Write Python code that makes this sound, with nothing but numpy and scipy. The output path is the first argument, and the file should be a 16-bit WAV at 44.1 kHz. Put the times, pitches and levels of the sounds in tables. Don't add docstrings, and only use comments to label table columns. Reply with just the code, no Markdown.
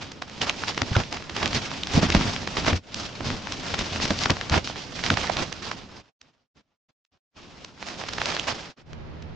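import sys
import numpy as np
from scipy import signal
from scipy.fft import rfft, irfft, next_fast_len
from scipy.io import wavfile

SR = 44100
rng = np.random.default_rng(int(sys.argv[2]) if len(sys.argv) > 2 else 0)


def to_wav(sig):
    pcm = np.clip(np.atleast_2d(sig), -1, 1) * 32767
    pcm = np.round(pcm).astype(np.int16)
    wavfile.write(sys.argv[1], SR, pcm.T)


N = 412335
T = np.arange(N) / SR
FFT_SIZE = next_fast_len(N)
BIN_HZ = np.maximum(np.arange(FFT_SIZE // 2 + 1) * SR / FFT_SIZE, 1)


def undb(db):
    return 10 ** (np.asarray(db) / 20)


def unit(x):
    return x / np.sqrt(np.mean(x ** 2))


def decay(t, t60_s):
    return np.exp(-np.log(1000) * t / t60_s)


def shaped(x, spectrum):
    hz, db = np.transpose(spectrum)
    gain = undb(np.interp(np.log(BIN_HZ), np.log(hz), db))
    gain /= 1 + (BIN_HZ / (2 * hz[-1])) ** 10
    return unit(irfft(rfft(x, FFT_SIZE) * gain, FFT_SIZE)[..., :N])


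def panned(db):
    gains = undb(np.array([db, -db]) / 2)
    return gains / np.sqrt(np.mean(gains ** 2, axis=0))


def widen(mid, side, side_db):
    width = undb(side_db)
    return np.array([mid + width * side, mid - width * side]) / np.sqrt(1 + width ** 2)


def stereo_noise(side_db):
    return widen(*rng.standard_normal((2, N)), side_db)


def wander(per_s):
    steps = rng.standard_normal(4096)
    return np.interp(T * per_s, np.arange(len(steps)), steps)


# t/s, level/dB
IDLE_LEVEL = [(8.82, -58), (8.92, -40), (9.0, -38.5), (9.08, -38.5), (9.35, -39)]
# multiple of the firing rate, level/dB
FIRING_HARMONICS = [(1, -17), (2, -3.5), (3, -8.5), (4, -2), (5, -15), (6, -11.5), (8, -15.5), (9, -24.5),
                    (10, -14)]
# f/Hz, level/dB
ENGINE_SPECTRUM = [(25, -4), (60, -1.5), (88, 8.5), (120, -3), (250, -8), (500, -11), (1000, -17.5),
                   (2500, -25), (5000, -32.5), (7000, -46), (9500, -78)]
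def engine(firing_hz=38.54, waver=0.01, hum_db=-5, noise_db=-1.0, pan_db=-3.0):
    phase = 2 * np.pi * np.cumsum(firing_hz * (1 + waver * wander(23))) / SR
    hum = unit(sum(undb(db) * np.sin(k * phase + 2 * np.pi * rng.random())
                   for k, db in FIRING_HARMONICS))
    noise = shaped(stereo_noise(side_db=-1.0), ENGINE_SPECTRUM)
    level = undb(np.interp(T, *np.transpose(IDLE_LEVEL), left=-140))
    return level * (undb(hum_db) * hum + undb(noise_db) * noise) * panned(pan_db)[:, None]


def cabin(x, t60_s=0.043, wet_db=-15, gap_s=0.011):
    t = np.arange(SR // 5) / SR
    tail = rng.standard_normal((2, len(t))) * decay(t, t60_s) * (t > gap_s)
    tail /= np.sqrt(np.sum(tail ** 2, axis=1, keepdims=True))
    return x + undb(wet_db) * signal.fftconvolve(x, tail, axes=1)[:, :N]


# middle t/s, level/dB, half-length/s
SOFT_TOUCHES = [(6.064, -63, 0.037), (6.261, -63.5, .045), (6.38, -73, .072), (6.585, -58.5, .029),
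                (6.687, -79, .064), (6.9, -71, .011), (7.149, -67.5, .027), (8.8, -53, 0.028),
                (8.903, -56.5, .04)]
def brushes(low_db=-1.5, bright_db=-3.5):
    touch = sum(undb(db) * np.exp(-((T - middle) / half_s) ** 4) for middle, db, half_s in SOFT_TOUCHES)
    power = (touch + 1e-9) ** 2
    return power, power * undb(low_db) ** 2, power * bright_db


# t/s, level/dB, pan/dB
SHEET_MOVES = [
    [(0, -41.5, -2), (.17, -47, -0.5), (.3, -50, -2), (.38, -42.5, -3), (.85, -37.5, -3), (1.25, -43, -2.5),
     (1.5, -36.5, -2), (1.85, -38, -1.5), (2.32, -33.5, -0.5), (2.45, -35.5, -3), (2.775, -38, 0.5)],
    [(2.79, -60.5, -1), (2.95, -42.5, -2), (3.15, -43, -1), (3.35, -40, -0.5), (3.62, -37, -1),
     (3.95, -33.5, -0.5), (4.4, -38.5, 0.5), (4.75, -41, -4), (5.73, -41, -4.5), (5.87, -49.5, -2),
     (6.01, -51, -2)],
    [(7.37, -53, -1), (7.43, -47.5, -1), (7.62, -48, -1), (7.77, -51.5, 0), (7.83, -42.5, -4.5),
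     (8.0, -40.5, -3), (8.2, -33, -4), (8.45, -38, -4), (8.705, -44, -2)],
]
def sliding(reference_db=-42, flex_db=(-42, -42.5, -45.5), flex_slope=0.78, stop_db_per_s=850):
    rustle, low = 0, 0
    for move, move_flex_db in zip(SHEET_MOVES, flex_db):
        times, db, _ = np.transpose(move)
        level_db = np.interp(T, times, db)
        outside_s = np.abs(T - np.clip(T, times[0], times[-1]))
        moving = undb(-stop_db_per_s * np.minimum(outside_s, .5))
        rustle += (moving * undb(level_db)) ** 2
        low += (moving * undb(move_flex_db + flex_slope * (level_db - reference_db))) ** 2
    bright_db = -0.5 + 0.16 * np.clip(10 * np.log10(rustle) - reference_db, -10, 10)
    return rustle, low, rustle * bright_db


# t/s, rise/s, length/s, crackle level/dB, flexing level/dB, brightness/dB
HAND_TUGS = [(0.007, .008, 0.02, -32, -50, -0.5), (0.215, .005, 0.0086, -30.5, -52, -4.5),
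             (0.405, .012, 0.04, -29.5, -35.5, -1), (0.461, .008, 0.033, -29, -42, -3.5),
             (0.567, .03, 0.12, -34.5, -61, 1), (0.666, .015, .035, -29.5, -54, 0),
             (0.78, .005, 0.035, -40, -39, -2), (0.905, .008, .025, -36.5, -29.5, -2),
             (0.954, .008, .05, -29.5, -25.5, -5.5), (1.118, .005, 0.049, -36.5, -37, -6),
             (1.335, .02, 0.1, -34.5, -39, -2.5), (1.408, .022, 0.062, -25.5, -27.5, -5.5),
             (1.473, .01, 0.07, -33.5, -38, 0), (1.529, .02, 0.049, -26, -29, 3),
             (1.606, .015, 0.049, -36, -45, 5), (1.862, .06, 0.085, -27.5, -40, 2.5),
             (1.936, .025, 0.059, -23.5, -19.5, 1), (2.011, .01, 0.05, -27.5, -23, -1.5),
             (2.079, .01, 0.22, -30, -27.5, -2.5), (2.148, .005, 0.042, -29, -22.5, -2),
             (2.571, .005, 0.13, -32, -30, -2), (2.666, .015, 0.044, -23.5, -26.5, -4),
             (2.718, .008, 0.049, -36, -29.5, 6.5), (2.942, .03, 0.12, -34, -38.5, 3),
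             (3.185, .08, 0.17, -33, -29, 0), (3.49, .03, 0.056, -37.5, -42, 4),
             (3.674, .04, 0.083, -35.5, -35, 3), (3.786, .005, 0.037, -32, -30, 3.5),
             (3.992, .025, 0.065, -28, -31, 4.5), (4.105, .006, .09, -35.5, -39, 4),
             (4.187, .03, 0.053, -29, -41, 4.5), (4.253, .004, 0.013, -31.5, -27, -3),
             (4.294, .005, 0.021, -23.5, -20, -8), (4.491, .045, 0.092, -24, -23, -6.5),
             (4.636, .01, 0.052, -35.5, -40, 11.5), (4.758, .01, 0.17, -43, -52, 4.5),
             (4.933, .025, 0.1, -37, -41.5, 5), (5.033, .012, 0.055, -27, -33.5, 0.5),
             (5.097, .005, 0.048, -32.5, -25, 0.5), (5.168, .004, .07, -30.5, -34.5, -1),
             (5.248, .01, .11, -35, -39, -0.5), (5.363, .005, 0.067, -28, -31, -3.5),
             (5.618, .006, .065, -32.5, -44, 2), (5.925, .025, 0.084, -49, -54, -3.5),
             (7.838, .04, 0.078, -39, -62, 3), (8.217, .07, 0.084, -27.5, -51, -1.5),
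             (8.464, .018, 0.058, -26, -41, -2)]
def tugs(release_s=0.011, sag_db_per_s=9):
    power, low, bright = np.zeros((3, N))
    for start, rise, length, db, low_db, bright_db in HAND_TUGS:
        span = slice(int(start * SR), int((start + length) * SR) + SR // 5)
        t = T[span] - start
        pull = np.clip(t / rise, 0, 1) * undb(-sag_db_per_s * t)
        pull *= np.exp(-np.maximum(t - length, 0) / release_s)
        crumple = (undb(db) * pull) ** 2
        power[span] += crumple
        low[span] += (undb(low_db) * pull) ** 2
        bright[span] += crumple * bright_db
    return power, low, bright


def handling():
    power, low, bright = np.sum([brushes(), sliding(), tugs()], axis=0)
    return 10 * np.log10(power), 10 * np.log10(low), bright / power


def creases(per_s, spread_db, side_db):
    gives_way = rng.random(N) < per_s / SR
    strength = np.minimum(rng.exponential(size=N), 4)
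    ticks = gives_way * undb(spread_db * strength)
    return unit(ticks * stereo_noise(side_db))


# f/Hz, level/dB
FLAP_SPECTRUM = [(20, -15), (35, -8), (52, -6.5), (68, -7.5), (86, 1.5), (112, -5.5), (150, -6.5),
                 (250, -6), (350, -16), (600, -27.5), (1100, -46.5)]
# f/Hz, level/dB
FLOOR_SPECTRUM = [(20, -10.5), (35, -9), (52, -3), (100, -1.5), (170, -2), (270, -3.5), (380, -8.5),
                  (600, -13.5), (1100, -40)]
def flexing(low_db, gentle_db=-46, hard_db=-27):
    effort = np.clip((low_db - gentle_db) / (hard_db - gentle_db), 0, 1)
    flap = shaped(creases(per_s=1400, spread_db=1.0, side_db=-12), FLAP_SPECTRUM)
    slide = shaped(stereo_noise(side_db=-7.5), FLOOR_SPECTRUM)
    return undb(low_db) * (np.sqrt(effort) * flap + np.sqrt(1 - effort) * slide)


# t/s, thud level/dB, f/Hz, t60/s, knock level/dB
SHEET_BUCKLES = [(.8205, -17.5, 107, 0.083, -25.5), (0.914, -20.5, 105, 0.099, -33.5),
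                 (0.9651, -7.5, 111, 0.089, -21.5), (1.9733, -4.5, 148, 0.05, -13.5),
                 (2.03, -6.5, 197, 0.036, -18.5), (2.1488, -1.5, 161, 0.036, -20),
                 (2.163, -17, 70, 0.056, -32.5), (2.727, -17, 87.3, 0.16, -21),
                 (4.1051, -5.5, 199, 0.043, -19), (4.308, -20, 105, 0.12, -35),
                 (4.517, -14, 87, 0.17, -28.5), (5.107, -20.5, 119, 0.05, -18.5)]
# f/Hz, level/dB
KNOCK_SPECTRUM = [(120, -16), (280, 5), (420, -4.5), (620, -2), (850, -11.5), (1400, -28.5)]
def buckles(boom_hz=86, boom_t60_s=0.14, boom_db=-16, rise_s=0.002, knock_t60_s=0.091):
    t = np.arange(SR // 4) / SR
    panels = shaped(stereo_noise(side_db=-9.0), KNOCK_SPECTRUM)
    boom = undb(boom_db) * np.sin(2 * np.pi * boom_hz * t) * decay(t, boom_t60_s)
    onset = 1 - np.exp(-t / rise_s)
    out = np.zeros((2, N))
    for start, db, pitch_hz, t60_s, knock_db in SHEET_BUCKLES:
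        span = slice(int(start * SR), int(start * SR) + len(t))
        thud = np.sin(2 * np.pi * pitch_hz * t) * decay(t, t60_s)
        knock = panels[:, span] * decay(t, knock_t60_s)
        out[:, span] += (undb(db) * (thud + boom) + undb(knock_db) * knock) * onset
    return out


def small_facets(level_db, per_s=8, gentle_db=-48, firm_db=-36, pitch_hz=1400, q=.4, length_s=0.0023):
    slots = 400
    when, chance = rng.random((slots, 2)).T
    strength, octaves, side = np.clip(rng.standard_normal((slots, 3)), -1.8, 1.8).T
    at = ((np.arange(slots) + when) / slots * N).astype(int)
    effort = np.clip((level_db[at] - gentle_db) / (firm_db - gentle_db), 0, 1)
    snapping = np.flatnonzero(chance < effort * per_s * T[-1] / slots)
    db = level_db[at] + 6.0 + 2.5 * strength
    hz = pitch_hz * 2 ** (0.96 * octaves)
    pan_db = -2.0 + 4.0 * side
    return [(T[at[k]], db[k], hz[k], q, length_s, pan_db[k]) for k in snapping]


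# t/s, level/dB, f/Hz, sharpness Q, length/s, pan/dB
LARGE_FACETS = [(.1195, -33.5, 3370, 0.078, 0.0059, -2), (.2226, -25.5, 860, 0.27, 0.0054, -4),
                (.298, -38.5, 1400, 0.13, .0023, -1), (.417, -20.5, 2880, 2.5, 0.0044, -6),
                (.4967, -15.5, 2770, 2.2, 0.0013, -0.5), (.6374, -22, 1220, 1.4, 0.0021, 0),
                (.6828, -23.5, 1690, .37, 0.0026, 1), (.7787, -19.5, 680, 0.2, 0.0054, -1),
                (.819, -16, 709, 0.18, 0.0037, 2.5), (.955, -18, 1430, 5.1, 0.0092, 0),
                (.966, -16, 580, 0.29, .0029, -3), (1.127, -25.5, 1570, 0.15, 0.0034, -2),
                (1.171, -29.5, 1510, 0.57, .0035, -2), (1.298, -28, 990, .19, 0.0063, -3.5),
                (1.3664, -22.5, 1630, 0.31, 0.0054, -2.5), (1.4315, -18.5, 580, .2, 0.0079, -3.5),
                (1.548, -24.5, 1690, 0.11, 0.0025, -6), (1.716, -26.5, 600, 0.19, 0.0024, -3),
                (1.8349, -22, 3180, 1.9, .0028, -1), (1.872, -27, 2300, .3, 0.003, -1),
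                (1.9778, -24.5, 440, 1.3, 0.0047, 2.5), (2.0317, -18.5, 620, 2.7, 0.0077, 0.5),
                (2.1, -22.5, 394, 0.71, 0.0042, 1), (2.1249, -19, 2400, 0.99, 0.011, 2),
                (2.15, -11.5, 660, 0.29, 0.004, -1.5), (2.364, -25.5, 1500, 0.52, .0023, -4),
                (2.4751, -22, 710, 0.15, 0.0039, -2), (2.571, -19, 500, 0.17, 0.0047, -4),
                (2.6665, -20.5, 1070, 0.37, 0.0032, -1), (2.6827, -15.5, 503, 0.22, 0.0058, -15),
                (2.7317, -21, 480, 0.2, 0.006, 2), (2.945, -25.5, 4670, 0.43, 0.0028, -2),
                (3.2083, -25.5, 447, 0.49, 0.0033, -6), (3.472, -26.5, 1120, 0.75, 0.0034, 4),
                (3.5229, -25, 4380, 0.18, 0.003, -1), (3.744, -20.5, 1070, .28, 0.0056, 2.5),
                (3.792, -23, 1160, 0.078, 0.0022, 2), (4.055, -22, 790, 0.22, .0047, 0),
                (4.107, -18, 705, 0.18, 0.0049, -4), (4.2585, -15.5, 950, .35, 0.0056, 1.5),
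                (4.301, -19.5, 1500, .9, 0.0081, 0), (4.3688, -28, 1110, 0.52, .0029, -1),
                (4.4125, -23.5, 1480, 0.54, 0.0023, -1), (4.498, -23.5, 2810, 0.12, .0024, 1),
                (4.5426, -18, 1030, 1.7, 0.0036, -15), (4.7004, -29.5, 670, 1, 0.0026, -10),
                (5.1035, -12, 1520, 1.4, 0.0031, -2.5), (5.173, -17.5, 1100, .6, 0.0038, -6),
                (5.2463, -24.5, 850, 0.9, 0.0082, -5), (5.275, -29.5, 1850, 4.7, .005, -10),
                (5.2988, -14.5, 750, 1.5, 0.0049, -9), (5.527, -26, 2480, 0.039, 0.0045, -7),
                (5.7156, -22.5, 1030, 0.47, 0.0047, -6), (6.2153, -43.5, 4530, 0.38, 0.0043, -4),
                (7.051, -68, 3600, .3, 0.0026, -1), (7.648, -33.5, 2140, .1, 0.0037, -2),
                (7.8275, -29, 1090, .68, 0.0012, -5), (8.015, -31, 1250, 1.3, 0.0048, -5),
                (8.089, -25, 1690, 0.21, 0.0081, -4), (8.1355, -27, 1970, 0.083, .0043, -4),
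                (8.184, -22.5, 1140, 0.64, 0.0057, -2), (8.217, -18.5, 1280, 0.54, 0.0024, -2),
                (8.367, -23, 1290, 0.32, 0.0019, -2), (8.3972, -22, 3060, 3.4, 0.0015, -3),
                (8.9326, -39, 560, .11, 0.0026, -1), (9.2252, -42.5, 480, 0.047, 0.0057, -3)]
def snaps(level_db, edge_hz=6300, crack_db=-25, overtone=2.3, overtone_db=-12,
          ring_db=-18, ring_s=0.0048, trim_db=-0.5):
    size = 2048
    t = (np.arange(size) - size // 2) / SR
    hz = np.maximum(np.arange(size // 2 + 1) * SR / size, 1)
    treble_cut = 1 / np.sqrt(1 + (hz / edge_hz) ** 18)
    ring = undb(ring_db) * (t > 0) * np.exp(-np.abs(t) / ring_s)
    out = np.zeros((2, N + 2 * size))
    for when, db, pitch_hz, q, length_s, pan_db in list(LARGE_FACETS) + small_facets(level_db):
        window = np.maximum(np.exp(-np.abs(2 * t / length_s) ** 3), ring)
        waves = rfft(rng.standard_normal((2, size)) * window)
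        waves /= np.sqrt(np.abs(waves) + 1e-9)
        first, second = (1 / (1 + (q * (hz / f - f / hz)) ** 2) for f in (pitch_hz, overtone * pitch_hz))
        response = np.sqrt(first ** 2 + (undb(overtone_db) * second) ** 2 + undb(crack_db) ** 2)
        burst = irfft(waves * response * treble_cut)
        burst /= np.sqrt(np.sum(burst ** 2, axis=1, keepdims=True) / (.004 * SR))
        i = int(when * SR)
        out[:, i:i + size] += undb(db + trim_db) * widen(*burst, side_db=-9.0) * panned(pan_db)[:, None]
    return out[:, size // 2:size // 2 + N]


def avalanches(per_s=130, fade_s=0.019, depth=0.38):
    starts = (rng.random(N) < per_s / SR) * np.minimum(rng.exponential(size=N), 3)
    surges = signal.lfilter([1], [1, -np.exp(-1 / (fade_s * SR))], starts)
    return unit(1 + depth * surges)


# f/Hz, level/dB
FOIL_SPECTRUM = [(250, -1.5), (450, 0), (700, 2), (1200, 0), (1900, -2.5), (2800, -1), (4000, -3),
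                 (5300, -3), (6900, -12), (8000, -24), (9000, -30.5), (10000, -58.5)]
def crackle(bright_db, flicker_db=1.5, tilt=0.46, pivot_hz=2300, band_octaves=.6):
    foil = creases(per_s=8000, spread_db=1.5, side_db=-3.0) + stereo_noise(side_db=-11.5)
    spectrum = rfft(shaped(foil, FOIL_SPECTRUM), FFT_SIZE)
    out, power = 0, 0
    for centre in np.arange(8, 13.6, band_octaves):
        share = np.maximum(1 - np.abs(np.log2(BIN_HZ) - centre) / band_octaves, 0)
        band = irfft(spectrum * share, FFT_SIZE)[:, :N]
        above_pivot = np.clip(centre - np.log2(pivot_hz), -1.6, 1.1)
        gain = undb(tilt * bright_db * above_pivot + flicker_db * wander(55))
        out += band * gain
        power += np.mean(band ** 2) * gain ** 2
    return unit(out / np.sqrt(power) * avalanches())


def scene(crackle_db=0.81, flex_db=0.05, bumpy_db=0.7, bumps_per_s=32, hiss_db=-108):
    level_db, low_db, bright_db = handling()
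    times, _, move_pan_db = np.concatenate(SHEET_MOVES).T
    pan_db = np.interp(T, times, move_pan_db)
    foil = crackle(bright_db) * undb(level_db + crackle_db) * panned(pan_db)
    foil += snaps(level_db)
    body = flexing(low_db + flex_db + bumpy_db * wander(bumps_per_s)) * panned(0.39 * pan_db)
    body += buckles()
    return cabin(foil) + body + engine() + undb(hiss_db) * rng.standard_normal((2, N))


def record(dry, ceiling=.8, top_hz=10000):
    lowpass = signal.ellip(8, .2, 70, top_hz, fs=SR, output="sos")
    return signal.sosfilt(lowpass, np.clip(dry, -ceiling, ceiling))


dry = scene()
out = record(dry)
to_wav(out)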